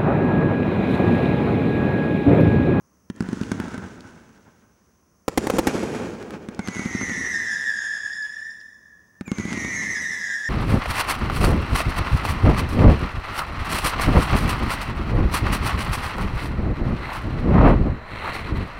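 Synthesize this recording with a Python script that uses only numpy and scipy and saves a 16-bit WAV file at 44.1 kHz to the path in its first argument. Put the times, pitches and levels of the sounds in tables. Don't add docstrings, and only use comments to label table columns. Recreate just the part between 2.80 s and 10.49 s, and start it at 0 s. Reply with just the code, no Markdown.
import sys
import numpy as np
from scipy import signal
from scipy.fft import rfft, irfft, next_fast_len
from scipy.io import wavfile

SR = 44100
rng = np.random.default_rng(int(sys.argv[2]) if len(sys.argv) > 2 else 0)


def store_pcm(level_fs):
    pcm = np.round(np.clip(level_fs, -1, 1) * 32767).astype(np.int16)
    wavfile.write(sys.argv[1], SR, np.atleast_2d(pcm).T)


N = 339129


def amp(db):
    return 10 ** (np.asarray(db) / 20)


def unit(x):
    return x / np.sqrt(np.mean(x ** 2) + 1e-20)


def seconds(length_s):
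    return np.arange(int(length_s * SR)) / SR


def add(track, start_s, sound):
    room = track[round(start_s * SR):][:len(sound)]
    room += sound[:len(room)]


def wobble(rate_hz, size):
    knots = rng.standard_normal(int(size * rate_hz / SR) + 2)
    return signal.resample(knots, next_fast_len(size))[:size]


def coloured(x, colour):
    size = 2 * next_fast_len(len(x) // 2 + 4096)
    hz, db = np.transpose(colour)
    gain = amp(np.interp(np.log(np.fft.rfftfreq(size, 1 / SR) + 1), np.log(hz), db))
    cepstrum = irfft(np.log(gain))
    cepstrum[1:size // 2] *= 2
    cepstrum[size // 2 + 1:] = 0
    return irfft(rfft(x, size) * np.exp(rfft(cepstrum)), size)[:len(x)]


def grains(size, spiky_db):
    return unit(rng.standard_normal(size) * amp(spiky_db * rng.standard_normal(size)))


def crack(t, t60_s, rough, colour):
    wake = rough * rng.standard_normal(len(t)) * amp(-60 * t / t60_s)
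    return coloured(wake - (t == 0), colour)


def boom(t, colour, pitch_scale):
    swing = coloured(-1.0 * (t == 0), [(hz * pitch_scale, db) for hz, db in colour])
    return swing / np.abs(swing).max()


def scatter(sound, low_t60_s, high_t60_s, build_s, spiky_db, close_db):
    t = seconds(2)
    density = 1 - np.exp(-t / build_s) + amp(close_db) * np.exp(-t / 0.009)
    echoes = grains(len(t), spiky_db) * density * amp(3.36 * wobble(30, len(t)))
    low = signal.sosfilt(signal.butter(1, 1500, fs=SR, output="sos"), echoes)
    tail = low * amp(-60 * t / low_t60_s) + (echoes - low) * amp(-60 * t / high_t60_s)
    return signal.oaconvolve(sound, tail / np.linalg.norm(tail))


def night(floor_db=-62, whine_db=-78, whine_hz=15625):
    # (frequency [Hz], gain [dB])
    air_colour = [(15, -34), (25, -25.5), (70, -3), (144, -11.5), (187, -6), (293, -13), (584, -19),
                  (916, -24.5), (1050, -16.5), (1160, -20.5), (4030, -43), (6160, -22), (7220, -38),
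                  (12300, -38), (14000, -51.5)]
    air = unit(coloured(rng.standard_normal(N), air_colour))
    whine = np.sin(2 * np.pi * whine_hz * np.arange(N) / SR)
    return amp(floor_db) * air + amp(whine_db) * whine


def fizz(attack_s=0.23, release_s=0.4):
    # (start [s], level [dB], fade from age [s], fade [dB/s], life [s])
    burns = [(.33, -48, .52, 23, 2.2), (2.55, -59.5, 0.77, 34, 1.2), (3.76, -43.5, 0.48, 10, 2.19),
             (6.47, -42.5, 0.39, 13, 2)]
    # (frequency [Hz], gain [dB])
    powder_colour = [(200, -11), (700, 0), (1300, 3), (2700, -1.5), (4200, -7.5), (6300, -4), (8500, -13.5),
                     (11000, -20), (12500, -36), (13500, -44.5)]
    level = np.zeros(N)
    for start_s, db, hold_s, fade_db_per_s, life_s in burns:
        age = seconds(life_s)
        alight = np.clip(age / attack_s, 0, 1) * np.clip((life_s - age) / release_s, 0, 1)
        add(level, start_s, alight * amp(db - fade_db_per_s * np.maximum(age - hold_s, 0)))
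    flicker = amp(1.23 * wobble(30, N))
    hiss = unit(coloured(grains(N, spiky_db=6.5), powder_colour))
    return level * flicker * hiss


def pops(half_width_oct=0.79):
    # (time [s], peak [dB], centre [Hz])
    reports = [(0.3623, -38.5, 6000), (0.635, -25, 3000), (0.8009, -15, 1522), (0.9798, -32, 1000),
               (1.2073, -31.5, 4150), (2.609, -28.5, 3025), (3.4274, -27.5, 2000), (3.5073, -23.5, 1311),
               (3.7476, -32.5, 4960), (3.875, -20, 1346), (5.813, -40, 3970)]
    out, t = np.zeros(N), seconds(0.03)
    ratio = 2 ** half_width_oct
    for time_s, db, hz in reports:
        colour = [(hz / 10, -25), (hz / ratio, -8), (hz, 0), (min(hz * ratio, 11000), -10),
                  (12000, -24), (15000, -50)]
        snap = crack(t, t60_s=0.019, rough=0.065, colour=colour)
        add(out, time_s, amp(db) * snap / np.abs(snap).max())
    return out


def squeaks(width_s=0.003):
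    # (time [s], peak [dB], pitch [Hz])
    burnouts = [(5.334, -33, 4990), (5.427, -35, 4900), (5.709, -46, 4930), (5.804, -48, 5000)]
    out, t = np.zeros(N), seconds(0.04)
    envelope = np.exp(-((t - t.mean()) / width_s) ** 2)
    for time_s, db, hz in burnouts:
        add(out, time_s - t.mean(), amp(db) * envelope * np.sin(2 * np.pi * hz * t))
    return out


def pipe_tone(age, hz, spin_rad, beam_db=2.5, flare_db=3.5):
    overtones = [-21, -10.5, -23, -27.5, -38]
    shriek_hz, shriek_half_width_hz, shriek_db = 6300, 550, 6
    odd_db = -10 + 8.5 * np.exp(-age / 0.36)
    even_db = -2 - 14.5 * (age - 0.95) ** 2
    facing_db = beam_db * np.sin(spin_rad)
    phase = 2 * np.pi * np.cumsum(hz) / SR
    tone = np.sin(phase)
    for k, base_db in enumerate(overtones, 2):
        age_db = odd_db if k % 2 else even_db
        resonance_db = shriek_db * np.exp(-((k * hz - shriek_hz) / shriek_half_width_hz) ** 2)
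        level_db = base_db + age_db + facing_db + resonance_db + flare_db * wobble(26, len(age))
        tone += amp(level_db) * np.sin(k * phase)
    return tone


def whistles(spin_hz=6.5, spin_swing=0.013, waver=0.007, rough=0.00947, flutter_db=3.2, echo_db=-4):
    # (start [s], burn-out [s], level [dB], yelp [0-1], bottom of glide [Hz])
    tubes = [ (3.80, 5.20, -36, .45, 1618), (3.90, 5.422, -33, .3, 1660), (3.97, 5.80, -31, .2, 1700),
             (4.049, 5.781, -32.5, .2, 1715), (4.121, 5.781, -40, 0.23, 1823),
             (4.221, 5.551, -34.5, 0.21, 1736), (6.451, 8.203, -36, .9, 1640), (6.551, 8.20, -31, .3, 1699),
             (6.60, 8.20, -34.5, .2, 1771), (6.66, 8.202, -36.5, .2, 1861), (6.732, 8.20, -35, .1, 1786),
             (6.82, 8.199, -40.5, 0.14, 1880)]
    # (frequency [Hz], gain [dB])
    echo_colour = [(1000, -1), (2000, -1), (3500, 0), (6000, 3), (8000, 2.5), (12000, 7), (13500, -35)]
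    glide, bottom_s = 0.305, 1.22
    yelp_rise, yelp_s, yelp_db = 0.2, 0.035, 11
    onset_db, build_s, hold_s, fade_db_per_s = -18.5, 0.14, 1, 11
    direct = np.zeros(N)
    for start_s, stop_s, db, yelp, bottom_hz in tubes:
        age = seconds(stop_s - start_s)
        size = len(age)
        hz = bottom_hz * (1 + glide * (1 - age / bottom_s) ** 2)
        hz *= 1 + yelp * yelp_rise * np.exp(-age / yelp_s)
        spin_rad = 2 * np.pi * spin_hz * age + 2 * wobble(3, size)
        hz *= 1 + spin_swing * np.cos(spin_rad) + waver * wobble(16, size) + rough * wobble(600, size)
        tone = pipe_tone(age, hz, spin_rad)
        burn_db = onset_db * np.exp(-age / build_s) - fade_db_per_s * np.maximum(age - hold_s, 0)
        catch_db = yelp * yelp_db * np.exp(-(age / (2 * yelp_s)) ** 2)
        level_db = db + burn_db + catch_db + flutter_db * wobble(25, size)
        gate = np.clip(age / 0.015, 0, 1) * np.clip((age[-1] - age) / 0.1, 0, 1)
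        add(direct, start_s, amp(level_db) * gate * tone)
    echo = scatter(direct, low_t60_s=1.99, high_t60_s=1.28, build_s=0.0054, spiky_db=6, close_db=-4.5)
    return direct + amp(echo_db) * coloured(echo[:N], echo_colour)


def bursts(echo_db=-6, ground_s=0.0038, ground_db=-4, wall_s=0.162, wall_db=-16):
    # (time [s], boom peak [dB], boom pitch [ratio], crack gain re boom [dB])
    shells = [(2.481, 1, 1.06, -5.5), (2.5755, 9, 0.85, 0), (2.670, -6, 0.93, -3.5), (2.6998, 1.5, 1.2, -6),
              (2.7845, 1, 1.1, -0.5), (2.79, 6, 0.86, -3), (2.8704, 8, 0.88, 0.5)]
    # (frequency [Hz], gain [dB])
    boom_colour = [(25, -28), (80, -6.5), (160, -5), (230, -3), (400, 2.5), (520, -1), (680, -6.5),
                   (950, -5.5), (1500, -15.5), (5000, -24.5), (16000, -46.5)]
    shock_colour = [(100, -23), (600, -1.5), (1200, 5), (2200, 2.5), (4000, -8.5), (6300, -6), (9000, -7.5),
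                    (13000, -11.5), (16000, -40.5)]
    roll_colour = [(25, -4), (80, -2.5), (140, -2.5), (220, 2.5), (300, -6), (480, -3), (750, -7.5),
                   (1200, -4.5), (2000, -5.5), (4000, -6.5), (6300, -0.5), (10000, -7.5), (13000, -14),
                   (14500, -31)]
    near, far, wall, t = np.zeros(N), np.zeros(N), np.zeros(N), seconds(0.08)
    for time_s, db, pitch_scale, crack_db in shells:
        shock = amp(crack_db) * crack(t, t60_s=0.016, rough=0.27, colour=shock_colour)
        bang = amp(db) * (boom(t, boom_colour, pitch_scale) + shock)
        echo = scatter(bang, low_t60_s=2.63, high_t60_s=1.47, build_s=0.13, spiky_db=6.5, close_db=9)
        add(far, time_s, echo)
        add(bang, ground_s * (1 + 0.044 * rng.standard_normal()), amp(ground_db) * bang)
        add(near, time_s, bang)
        add(wall, time_s + wall_s, bang)
    slap = coloured(wall, [(400, 2), (1200, -17.5), (5000, -15)])
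    return near + amp(wall_db) * slap + amp(echo_db) * coloured(far, roll_colour)


def launches(crack_boost_db=18.5, echo_db=-7, ground_s=0.0052, ground_db=-12, wall_crack_db=-2):
    charges = [ (0.3002, -19, -34.5), (0.4061, -11, -28.5), (0.4239, -20.5, -37), (0.488, -16.5, -35.5),
               (0.5298, -12, -31), (0.613, -13, -31.5), (0.717, -11.5, -22), (0.8, -16.5, -40),
               (0.9796, -26, -38), (3.6869, -23, -33.5), (3.7921, -15.5, -25), (3.875, -25, -31.5),
               (3.8849, -17, -25.5), (3.9664, -21.5, -35), (3.9938, -18, -30), (4.0577, -14.5, -31.5),
               (4.1498, -14, -35), (4.2123, -18.5, -32.5), (4.2313, -20, -40), (4.2945, -23.5, -31.5),
               (6.4101, -20.5, -35.5), (6.4789, -24.5, -37), (6.5167, -11.5, -28.5), (6.5844, -18.5, -31),
               (6.5986, -15.5, -36), (6.653, -17, -33), (6.7211, -19, -44), (6.7351, -20.5, -32),
               (6.7749, -20.5, -33), (6.8477, -19, -31.5)]
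    # (delay [s], gain [dB])
    walls = [(0.1649, -13.5), (.226, -11.5), (.2615, -14), (.322, -18.5)]
    # (frequency [Hz], gain [dB])
    thump_colour = [(25, -20.5), (60, -9), (110, -0.5), (148, -7), (185, 2.5), (255, 1), (340, -6.5),
                    (460, -19), (650, -30), (1500, -39.5), (6000, -81)]
    crack_colour = [(100, -41.5), (600, 0), (1000, 10), (1500, 9.5), (2200, -0.5), (4000, -4), (6300, -6),
                    (9000, -11.5), (11500, -21.5), (13000, -39), (16000, -34)]
    echo_colour = [(25, 0), (80, 1), (140, -2), (220, -0.5), (300, -3.5), (450, 8), (750, 8.5), (1200, 7.5),
                   (2500, 9), (4000, -2.5), (6300, -19), (10000, -12.5), (14000, -12.5)]
    near, far, t = np.zeros(N), np.zeros(N), seconds(0.06)
    for time_s, thump_db, crack_db in charges:
        pitch_scale = np.exp(0.026 * rng.standard_normal())
        thump = amp(thump_db) * boom(t, thump_colour, pitch_scale)
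        snap = amp(crack_db + crack_boost_db) * crack(t, t60_s=0.018, rough=0.2, colour=crack_colour)
        shot = thump + snap
        add(near, time_s, shot)
        add(near, time_s + ground_s, amp(ground_db) * thump)
        for delay_s, wall_db in walls:
            add(near, time_s + delay_s, amp(wall_db) * (thump + amp(wall_crack_db) * snap))
        echo = scatter(shot, low_t60_s=2.1, high_t60_s=1.62, build_s=0.084, spiky_db=5.5, close_db=5.5)
        add(far, time_s, echo)
    return near + amp(echo_db) * coloured(far, echo_colour)


def scene():
    mono = launches() + bursts() + pops() + squeaks() + whistles() + fizz() + night()
    return mono * amp([[-0.33], [0.33]])


def record(dry, ceiling=0.3, hardness=5, low_cut_hz=30, treble_lift=0.17, top_hz=15900):
    clipped = dry / (1 + np.abs(dry / ceiling) ** hardness) ** (1 / hardness)
    thin = signal.sosfilt(signal.butter(1, low_cut_hz, "highpass", fs=SR, output="sos"), clipped)
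    bright = thin + treble_lift * np.diff(thin, prepend=0)
    size = next_fast_len(N + SR // 2)
    passband = np.fft.rfftfreq(size, 1 / SR) < top_hz
    return irfft(rfft(bright, size) * passband, size)[:, :N]


dry = scene()
out = record(dry)
store_pcm(out)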